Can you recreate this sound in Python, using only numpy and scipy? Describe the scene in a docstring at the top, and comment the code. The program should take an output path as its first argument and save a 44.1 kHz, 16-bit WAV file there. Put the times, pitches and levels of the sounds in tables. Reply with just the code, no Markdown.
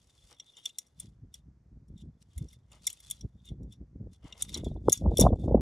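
"""Unfolding tent poles

Shock-corded aluminium tent poles are unfolded on a snowy field. The sections knock and snap into their
ferrules (noise bursts in tube resonances) and slide on each other (friction noise in the same resonances).
Nylon cloth swishes and ticks, and sleeves brush past a jacket (shaped noise). A breeze rumbles on the
microphone (low-passed noise) and grows into hard buffets near the end (short swings of falling pitch)."""
import sys
import numpy as np
from scipy import signal
from scipy.fft import rfft, irfft, next_fast_len
from scipy.io import wavfile
from scipy.ndimage import uniform_filter1d, minimum_filter1d

SR = 44100
rng = np.random.default_rng(int(sys.argv[2]) if len(sys.argv) > 2 else 0)


def inscribe(sig):
    """Save sig as 16-bit PCM at rate SR to the path in sys.argv[1].

    A 1-D sig is mono; a 2-D sig holds one channel per row.
    Samples are clipped to [-1, 1] before scaling.
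    """
    pcm = np.round(np.clip(np.atleast_2d(sig).T, -1, 1) * 32767)
    wavfile.write(sys.argv[1], SR, pcm.astype(np.int16))


N = 247382

# spectrum of the still air: f/Hz, relative level per Hz/dB
AIR_SPECTRUM = [(25, -3), (60, -9), (150, -4.5), (400, -15), (1000, -23.5), (2000, -30), (3000, -40),
                (6000, -34.5), (10000, -47.5), (15000, -57.5)]
# spectrum of the wind before its moving low-pass: f/Hz, relative level per Hz/dB
WIND_SPECTRUM = [(22, -15), (35, -9.5), (55, 8.5), (90, 1), (150, -2), (250, -7), (400, -12.5),
                 (650, -12.5), (950, -15.5), (2000, -17)]
# steady breeze on the microphone, between gusts: t/s, relative pressure level/dB
BREEZE_PRESSURE = [(0.0, -71), (0.3, -65), (0.55, -94), (0.9, -75.5), (1.0, -56.5), (2.1, -62.5),
                   (2.8, -58), (2.97, -70), (3.15, -60.5), (4.4, -58), (4.65, -36), (4.97, -54.5),
                   (5.15, -51.5), (5.6, -23.5)]
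# gusts: t/s, relative pressure level/dB, half length (to 1/e)/s
GUST_EVENTS = [(0.248, -54, 0.009), (1.07, -52, 0.042), (1.249, -45, 0.024), (1.488, -51, 0.038),
               (1.755, -51, 0.067), (1.918, -44, 0.047), (2.06, -44, 0.05), (2.426, -39, 0.042),
               (3.072, -53, 0.035), (3.24, -42, 0.028), (3.354, -47, 0.016), (3.526, -42, 0.038),
               (3.646, -39.5, 0.067), (3.818, -43.5, 0.036), (4.025, -41, 0.078), (4.246, -44, 0.013),
               (4.544, -46.5, 0.088), (4.67, -25.5, 0.0097), (4.767, -34.5, 0.02), (4.88, -28, 0.027),
               (5.06, -24, 0.047), (5.117, -26, 0.032), (5.212, -16, 0.025), (5.257, -16, 0.032),
               (5.326, -24, .022), (5.502, -26.5, 0.043), (5.545, -15.5, 0.0099)]
# single eddies that hit the microphone: t/s, peak level before the low-pass/dB, central f/Hz
EDDIES = [(1.229, -40, 125), (1.962, -39.5, 188), (2.028, -39, 180), (2.068, -43.5, 190), (2.377, -29, 67),
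          (2.417, -27, 132), (3.251, -33.5, 119.6), (3.519, -30, 137), (4.014, -35, 100), (4.072, -42, 415),
          (4.669, -28, 332), (4.764, -40, 628), (4.8845, -11, 900), (4.8861, -6.5, 476),
          (5.022, -31.5, 534), (5.062, -25, 850), (5.066, -20, 194), (5.086, -13.5, 73.4), (5.193, -9, 448),
          (5.212, -10.5, 231), (5.24, -15.5, 521), (5.244, -13.5, 136), (5.253, -11, 683),
          (5.2668, -6.5, 770), (5.269, -9, 820), (5.307, -20.5, 488), (5.322, -16.5, 277.3),
          (5.461, -24, 297), (5.483, -23, 503), (5.512, -18.5, 480), (5.5471, -4, 499), (5.555, -9, 222)]
# pulls on a section: t of the fastest moment/s, relative level of sliding tubes/dB, level of cloth/dB,
# rise over 20 dB/s, fall over 20 dB/s
PULL_EVENTS = [(0.322, -62, -64.5, 0.61, 0.052), (0.5, -64, -73, 0.2, .12), (0.58, -51, -71, 0.3, 0.24),
               (0.661, -35.5, -50, .02, .04), (0.79, -84, -69, 0.076, 0.15),
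               (1.012, -55.5, -58, 0.041, 0.082), (1.35, -52, -58.5, 0.019, 0.038),
               (2.012, -55, -68.5, 0.057, 0.031), (2.22, -97, -65.5, 0.023, 0.015),
               (2.39, -64.5, -71.5, 0.18, 0.22), (2.54, -58, -64, 0.082, 0.026),
               (2.73, -63, -64.5, 0.031, 0.089), (2.878, -49, -52, 0.065, 0.097),
               (3.121, -52, -58.5, 0.27, 0.11), (3.48, -51, -67, 0.079, 0.042),
               (3.728, -55, -65.5, .03, 0.032), (4.14, -60, -66, 0.028, 0.031),
               (4.271, -71, -66, 0.057, 0.052), (4.42, -43, -44.5, 0.044, 0.032),
               (4.56, -42.5, -50.5, 0.14, 0.057), (4.649, -47, -61, 0.022, 0.089),
               (4.94, -39, -42.5, .05, 0.051), (5.219, -29.5, -38, 0.056, 0.043),
               (5.431, -57.5, -65, 0.089, 0.084)]
# spectrum of the tent cloth: f/Hz, relative level per Hz/dB
CLOTH_SPECTRUM = [(500, -13), (1600, -11.5), (2200, -9), (2600, -4.5), (4500, -2), (5700, 0), (7500, -3),
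                  (10500, -3), (11800, -6), (13000, -8), (15500, -17.5)]
# sleeves brushing past the jacket: t/s, level/dB, half length (Gaussian spread, at least 0.005)/s
SLEEVE_BRUSHES = [(.22, -82.5, 0.56), (0.326, -67, 0.018), (0.582, -68.5, 0.012), (0.674, -69, 0.007),
                  (1.03, -75.5, 0.02), (2.413, -80.5, 0.07), (2.741, -63.5, 0.026), (2.878, -74, 0.043),
                  (3.099, -80, 0.1), (4.274, -62.5, 0.029), (4.39, -64, 0.053), (4.575, -54.5, 0.024)]
# spectrum of the sleeve: f/Hz, relative level per Hz/dB
SLEEVE_SPECTRUM = [(200, -9), (500, 6.5), (900, 9.5), (1600, -6), (2150, -14), (2550, -9.5), (3000, 4.5),
                   (4200, -10), (9000, -21), (15000, -41.5)]
# resonances of the tubes: f/Hz, width/Hz, relative level/dB
TUBE_MODES = [(2143, 110, 0.5), (2800, 67, -7.5), (3141, 400, -0.5), (3438, 250, 7.5), (3628, 260, 7),
              (3954, 410, -7), (5669, 140, 5), (6430, 40, -3), (7100, 69, -6.5), (6610, 290, -10.5),
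              (7090, 780, -2), (8180, 290, -11.5), (9010, 63, -2.5), (8835, 430, -0.5), (10194, 550, 0.5),
              (10130, 1200, -11), (11370, 1700, 4.5), (13300, 140, -3), (13510, 640, -8),
              (16700, 460, -15.5)]
# pole knocks: t/s, relative level/dB, brightest f/Hz (low: soft bump, high: hard snap),
# f of the resonance that sings out/Hz, its level against the rest/dB
POLE_KNOCKS = [(0.397, -31, 3540, 5600, -3.5), (0.5671, -38, 4670, 3220, -9),
               (0.6553, -19.5, 6500, 3388, 0.5), (0.691, -39, 4700, 2904, -6),
               (0.7842, -18.5, 7640, 5600, -19), (0.8653, -53, 8500, 5600, -7),
               (0.9981, -26.5, 7800, 8830, -2), (1.3402, -31.5, 7340, 3533, -6.5),
               (1.88, -59.5, 7470, 5600, -11), (1.976, -51.5, 6200, 3388, -6),
               (2.0131, -52.5, 5500, 3220, -4), (2.378, -29, 7800, 2120, -20.5),
               (2.4836, -49, 7500, 5600, 0), (2.5282, -42, 5330, 2120, -17), (2.7155, -43, 6300, 2904, -6),
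               (2.8679, -11.5, 9300, 5990, -8), (2.8722, -13.5, 7300, 2120, -18.5),
               (2.9, -27, 6900, 3220, -9.5), (2.9274, -32.5, 10100, 10010, 2),
               (3.0003, -39, 7700, 2120, -24), (3.0998, -26.5, 8950, 3501, -15.5),
               (3.1097, -16, 8500, 3501, -12.5), (3.2083, -40, 5800, 5600, 2),
               (3.453, -44, 7250, 3501, -13), (3.4868, -41.5, 4670, 3501, 0.5),
               (3.6282, -56.5, 8000, 5600, -6), (3.7223, -43, 6430, 3501, -15),
               (4.3232, -31, 3350, 2904, -3.5), (4.4222, -11, 7300, 3501, -27),
               (4.49, -31.5, 5760, 2120, -14), (4.5421, -19.5, 5980, 3920, -6.5),
               (4.5495, -25.5, 3580, 3920, 0), (4.5722, -27.5, 7200, 3388, -9.5),
               (4.6435, -36.5, 5600, 3501, -10.5), (4.8955, -16, 6940, 5600, -17.5),
               (4.9208, -10.5, 9900, 3920, -25), (4.9271, -4.5, 11200, 6580, 0.5),
               (4.974, -31.5, 7270, 5600, -2), (5.1705, -15.5, 7100, 3501, -4),
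               (5.1812, -13.5, 8820, 5600, -10), (5.1965, -7, 9000, 5600, -20),
               (5.2018, -9, 9400, 6580, -4), (5.2093, -0.5, 9800, 6580, -19), (5.2161, -25, 6340, 5990, -8)]
# two microphone ports: f/Hz, phase by which the left leads/rad
PORT_LEAD = [(2000, 0), (4900, .08), (7000, .75), (9400, 1.75), (11500, 2.6), (13000, 3.05)]


def from_db(db):
    """Level: an amplitude ratio is 10 to the power of dB/20."""
    return 10 ** (np.asarray(db) / 20)


def rms_one(x):
    """Normalisation: scale to an rms of 1."""
    return x / np.sqrt(np.mean(x ** 2) + 1e-30)


def in_time(rows):
    """Interpolation: each column of a curve at every sample."""
    s, *columns = np.transpose(rows)
    return [np.interp(np.arange(N) / SR, s, column) for column in columns]


def at_hz(points, hz):
    """Interpolation on a logarithmic frequency axis."""
    f, value = np.transpose(points)
    return np.interp(np.log(np.maximum(hz, 1)), np.log(f), value)


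def drift(rate_hz):
    """Slow random fluctuation: noise through a double real pole, with spread 1."""
    step = 40  # samples between slow values
    r = np.exp(-2 * np.pi * rate_hz * step / SR)
    noise = rng.standard_normal(N // step + 2002)
    slow = signal.lfilter([1], [1, -2 * r, r * r], noise)[2000:]  # the settling is dropped
    return np.interp(np.arange(N) / step, np.arange(len(slow)), rms_one(slow))


def coloured(x, spectrum):
    """Spectral shaping: weight a long noise in frequency, then scale to rms 1."""
    size = next_fast_len(N)
    weight = from_db(at_hz(spectrum, np.fft.rfftfreq(size, 1 / SR)))
    return rms_one(irfft(rfft(x, size) * weight, size)[..., :N])


def resonate(x, hz, width_hz):
    """Resonance: a damped two-pole oscillator with gain 1 at its top."""
    r = np.exp(-np.pi * width_hz / SR)
    poles = [1, -2 * r * np.cos(2 * np.pi * hz / SR), r * r]
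    return signal.lfilter(np.array([1, 0, -1]) * (1 - r * r) / 2, poles, x)


def high_pass(x, hz, order):
    """High-pass filtering: remove what lies below hz."""
    return signal.sosfilt(signal.butter(order, hz, "high", fs=SR, output="sos"), x)


def low_pass(x, hz, order):
    """Low-pass filtering: remove what lies above hz."""
    return signal.sosfilt(signal.butter(order, hz, fs=SR, output="sos"), x)


def add(out, s, sound):
    """Superposition: mix a short sound in at time s."""
    start = int(np.clip(round(s * SR), 0, N - 1))
    out[start:start + len(sound)] += sound[:N - start]


def friction(grain_db, flutter_db, flutter_hz):
    """Stick-slip friction: tiny slips of very uneven size that come in clumps."""
    size_db = grain_db * rng.standard_normal(N) + flutter_db * drift(flutter_hz)
    return rng.standard_normal(N) * from_db(size_db)


def still_air(level_db=-74, apart_db=-7):
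    """Coherence of diffuse sound: a faint hush, shared in the bass, different at each port higher up."""
    shared, apart = coloured(rng.standard_normal((2, N)), AIR_SPECTRUM)
    difference = high_pass(apart, 260, order=2) * np.array([[1], [-1]])
    return from_db(level_db) * (shared + from_db(apart_db) * difference)


def wind_pressure(roundness=2.1):
    """Addition of powers: gusts swell and fade on top of the steady breeze; pressure in dB."""
    # roundness is the exponent of a gust's shape: 1 = pointed, 2 = round
    t = np.arange(0, N, 32) / SR
    power = from_db(np.interp(t, *np.transpose(BREEZE_PRESSURE))) ** 2
    for s, db, half in GUST_EVENTS:
        away = np.minimum(np.abs(t - s) / half, 10)
        power = power + (from_db(db) * np.exp(-away ** roundness)) ** 2
    return in_time(np.column_stack([t, 10 * np.log10(power)]))[0]


def breeze(level_db=-1.5, edge_hz=250, edge_at_db=-50, db_per_octave=19.0, top_hz=1000, lump_db=3.5,
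           steepness=4.8):
    """Turbulence: the harder it blows, the finer the eddies and the higher the rumble reaches."""
    pressure_db = wind_pressure() + lump_db * drift(62)
    edge = edge_hz * 2 ** ((pressure_db - edge_at_db) / db_per_octave)
    # the same turbulence through ever wider low-passes, blended to follow the edge
    steps = 70 * 2 ** (np.arange(10) / 2)
    place = np.interp(np.log(np.minimum(edge, top_hz)), np.log(steps), np.arange(len(steps)))
    size, out = next_fast_len(N), np.zeros(N)
    spectrum = rfft(coloured(rng.standard_normal(N), WIND_SPECTRUM), size)
    hz = np.fft.rfftfreq(size, 1 / SR)
    for k, step in enumerate(steps):
        rumble = irfft(spectrum / np.sqrt(1 + (hz / step) ** (2 * steepness)), size)[:N]
        out += rumble * np.maximum(1 - np.abs(place - k), 0)
    # level the rumble first, so that its strength follows the pressure alone
    power = uniform_filter1d(uniform_filter1d(out ** 2, size=1800), size=1800)
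    return out / np.sqrt(power + 1e-12) * from_db(pressure_db + level_db)


def buffets(half_cycles=0.8505, shed_ratio=1.39, shed_db=-20.5, wobble=.13, slowing=.12):
    """Vortex shedding: an eddy shakes the air for a cycle or two, slowing, and sheds a smaller one."""
    out, unsteady = np.zeros(N), np.tanh(drift(290))
    # the shed eddy is higher in pitch and weaker, and is centred on the same moment
    shed = [(s, db + shed_db, hz * shed_ratio) for s, db, hz in EDDIES]
    for s, peak_db, hz in list(EDDIES) + shed:
        half = half_cycles / hz  # seconds
        u = np.arange(-3 * half, 3 * half, 1 / SR) / half
        start = s - 3 * half
        wander = unsteady.take(int(start * SR) + np.arange(len(u)), mode="wrap")
        pitch = hz * np.exp(wobble * wander - slowing * u)
        swing = np.sin(2 * np.pi * (np.cumsum(pitch) / SR + rng.random()))
        add(out, start, from_db(peak_db) * np.exp(-u ** 2) * swing)
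    return out


def wind(top_hz=1080, buffet_top_hz=1150, uneven_db=0.03, fine_hz=950, fine_db=-9, fine_top_hz=1700):
    """Eddy size and coherence: the finest eddies are small enough to hit each port differently."""
    both = low_pass(breeze(), top_hz, order=7) + low_pass(buffets(), buffet_top_hz, order=4)
    fine = high_pass(both, fine_hz, order=4) * np.array([drift(250), drift(270)])
    fine = low_pass(high_pass(fine, fine_hz * 0.59, order=3), fine_top_hz, order=5)
    balance = from_db(uneven_db * drift(150) * np.array([[1], [-1]]))
    return both * balance + from_db(fine_db) * fine


def handling():
    """Common motion: each pull speeds up and dies away, moving tubes and cloth; their levels in dB."""
    t, power = np.arange(0, N, 32) / SR, 1e-12
    for s, slide_db, cloth_db, rise, fall in PULL_EVENTS:
        speed = from_db(-20 * np.minimum(np.maximum((s - t) / rise, (t - s) / fall), 10))
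        power = power + (from_db([[slide_db], [cloth_db]]) * speed) ** 2
    return in_time(np.column_stack([t, *10 * np.log10(power)]))


def cloth(cloth_db, creases_per_s=90, crease_db=7, crease_s=.0015):
    """Friction and buckling: nylon swishes, and its creases flip one by one in small ticks."""
    # crease_db is the middle height of a tick against the swish, crease_s its decay to 1/e
    flips = (rng.random(N) < creases_per_s / SR) * from_db(crease_db + 4 * rng.standard_normal(N))
    ticks = signal.lfilter([1], [1, -np.exp(-1 / (crease_s * SR))], flips + 1e-18)
    swish = friction(grain_db=3.0, flutter_db=2.0, flutter_hz=70)
    return from_db(cloth_db) * coloured(swish * (1 + ticks), CLOTH_SPECTRUM)


def sleeves(tube_db=-6):
    """Friction-driven resonance: dull, grainy swells set the held tube humming in its lowest resonance."""
    t = np.arange(N) / SR
    strokes = sum(from_db(db) * np.exp(-.5 * ((t - s) / max(half, .005)) ** 2)
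                  for s, db, half in SLEEVE_BRUSHES)
    rub = coloured(friction(grain_db=6.0, flutter_db=3.0, flutter_hz=80), SLEEVE_SPECTRUM)
    hz, width, _ = TUBE_MODES[0]
    return strokes * (rub + from_db(tube_db) * rms_one(resonate(rub, hz, width)))


def sliding(slide_db, centre_hz=3450, width_hz=500, shift_db=7.5, level_db=-8.5):
    """Friction-driven resonance: a travelling contact wakes now one, now another of the tube's modes."""
    rub = resonate(friction(grain_db=0.0, flutter_db=4.0, flutter_hz=32), centre_hz, width_hz)
    ring = np.zeros(N)
    for k, (hz, width, db) in enumerate(TUBE_MODES):
        ring += resonate(rub, hz, width) * from_db(db + shift_db * drift(10.0)) * (-1) ** k
    steady = ring / np.sqrt(uniform_filter1d(ring ** 2, size=3000) + 1e-18)
    return from_db(slide_db + level_db) * steady


def rattle(slide_db, per_s=14, level_db=-36, follows=.65, size_db=3.5, rest_db=-95):
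    """Random impacts: loose sections tick against each other, louder while they are being pulled."""
    touches = (rng.random(N) < per_s / SR) * from_db(size_db * np.clip(rng.standard_normal(N), -2, 2))
    below_loudest_db = np.maximum(slide_db, rest_db) - np.max(slide_db)
    force = touches * from_db(level_db + follows * below_loudest_db)
    return sum(resonate(force + 1e-18, hz, width) * from_db(db) * (-1) ** k
               for k, (hz, width, db) in enumerate(TUBE_MODES))


def knocks(level_db=-27.0, chatter_ms=2.6, rise_ms=1.3, halving_db=39, jiggle_db=-35, jiggle_t60=0.12,
           slip_db=3.0, spread_db=3.0, focus_db=8, crack_db=-28, hollow_db=-34.5, lowest_hz=550):
    """Impact excitation: metal ends chatter for a few ms, then the shaken sections jiggle on a little."""
    # chatter_ms and rise_ms hold for a knock of -20 dB; one harder by halving_db takes half the time
    # focus_db: loss of a resonance per squared octave from the knock's brightest pitch
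    # slip_db, spread_db: unevenness of the slips in a knock, and of its resonances from knock to knock
    out, t = np.zeros(N), np.arange(SR // 8) / SR
    jiggle = from_db(jiggle_db) * np.exp(-np.log(1000) * t / jiggle_t60)
    tube_hz, _, tube_db = np.transpose(TUBE_MODES)
    for s, knock_db, bright_hz, sing_hz, sing_db in POLE_KNOCKS:
        ms = t * 1000 * 2 ** ((knock_db + 20) / halving_db)
        contact = (np.exp(-ms / chatter_ms) + jiggle) * (1 - np.exp(-ms / rise_ms)) ** 2
        slips = rng.standard_normal(len(t)) * from_db(slip_db * rng.standard_normal(len(t)))
        force = contact * slips
        rings = np.array([resonate(resonate(force, hz, width), hz, hz / 3) * (-1) ** k
                          for k, (hz, width, _) in enumerate(TUBE_MODES)])
        # the hardness of the contact shares the energy among the resonances
        focus = -focus_db * np.log2(tube_hz / bright_hz) ** 2
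        shares = from_db(tube_db + focus + spread_db * rng.standard_normal(len(tube_hz)))
        # the spot that is hit lets one resonance sing out
        singing = from_db(sing_db) * rms_one(rings[np.argmin(np.abs(tube_hz - sing_hz))])
        crack = from_db(crack_db) * rms_one(high_pass(force, lowest_hz, order=1))
        hollow = from_db(hollow_db) * rms_one(rings[0])  # the lowest resonance
        sound = crack + rms_one(shares @ rings) + singing + hollow
        add(out, s - rise_ms / 2000, sound * from_db(knock_db + level_db))
    return high_pass(out, lowest_hz, order=2)


def ports(x, left_db=0.66):
    """Interaural-style phase difference: the treble reaches the two ports out of step."""
    size = next_fast_len(N)
    turn = np.exp(.5j * at_hz(PORT_LEAD, np.fft.rfftfreq(size, 1 / SR)))  # half the lead to each side
    sides = np.array([turn * from_db(left_db), from_db(-left_db) / turn])
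    return irfft(rfft(x, size) * sides, size)[:, :N]


def scattered(x, t60=0.038, dull_hz=8000):
    """Diffuse reflection: faint scatter from the ground and the tent, different at each port."""
    t = np.arange(SR // 5) / SR
    echo = rng.standard_normal((2, len(t))) * np.exp(-np.log(1000) * t / t60)
    echo = echo / np.sqrt(np.sum(echo ** 2, axis=1, keepdims=True))
    return signal.fftconvolve(low_pass(x, dull_hz, order=2)[None], echo, axes=1)[:, :N]


def scene(knock_scatter_db=-17, rub_scatter_db=-6):
    """Superposition: poles and cloth with their scatter, wind right on the microphone, and still air."""
    slide_db, cloth_db = handling()
    hits = knocks() + rattle(slide_db)
    rubs = sliding(slide_db) + cloth(cloth_db) + sleeves()
    scatter = scattered(from_db(knock_scatter_db) * hits + from_db(rub_scatter_db) * rubs)
    return ports(hits + rubs) + scatter + wind() + still_air()


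def limited(x, limit=.62):
    """Peak limiting: both channels are turned down for a few ms around each peak over the limit."""
    gain = limit / np.maximum(np.abs(x).max(axis=0), limit)
    return x * uniform_filter1d(minimum_filter1d(gain, size=221), size=221)


def record(dry, cutoff_hz=15800):
    """Band limitation: the deepest bass is cut, peaks are limited, the top is cut."""
    level = limited(high_pass(dry, 40, order=2))
    return signal.sosfilt(signal.ellip(10, .1, 80, cutoff_hz, fs=SR, output="sos"), level)


dry = scene()
out = record(dry)
inscribe(out)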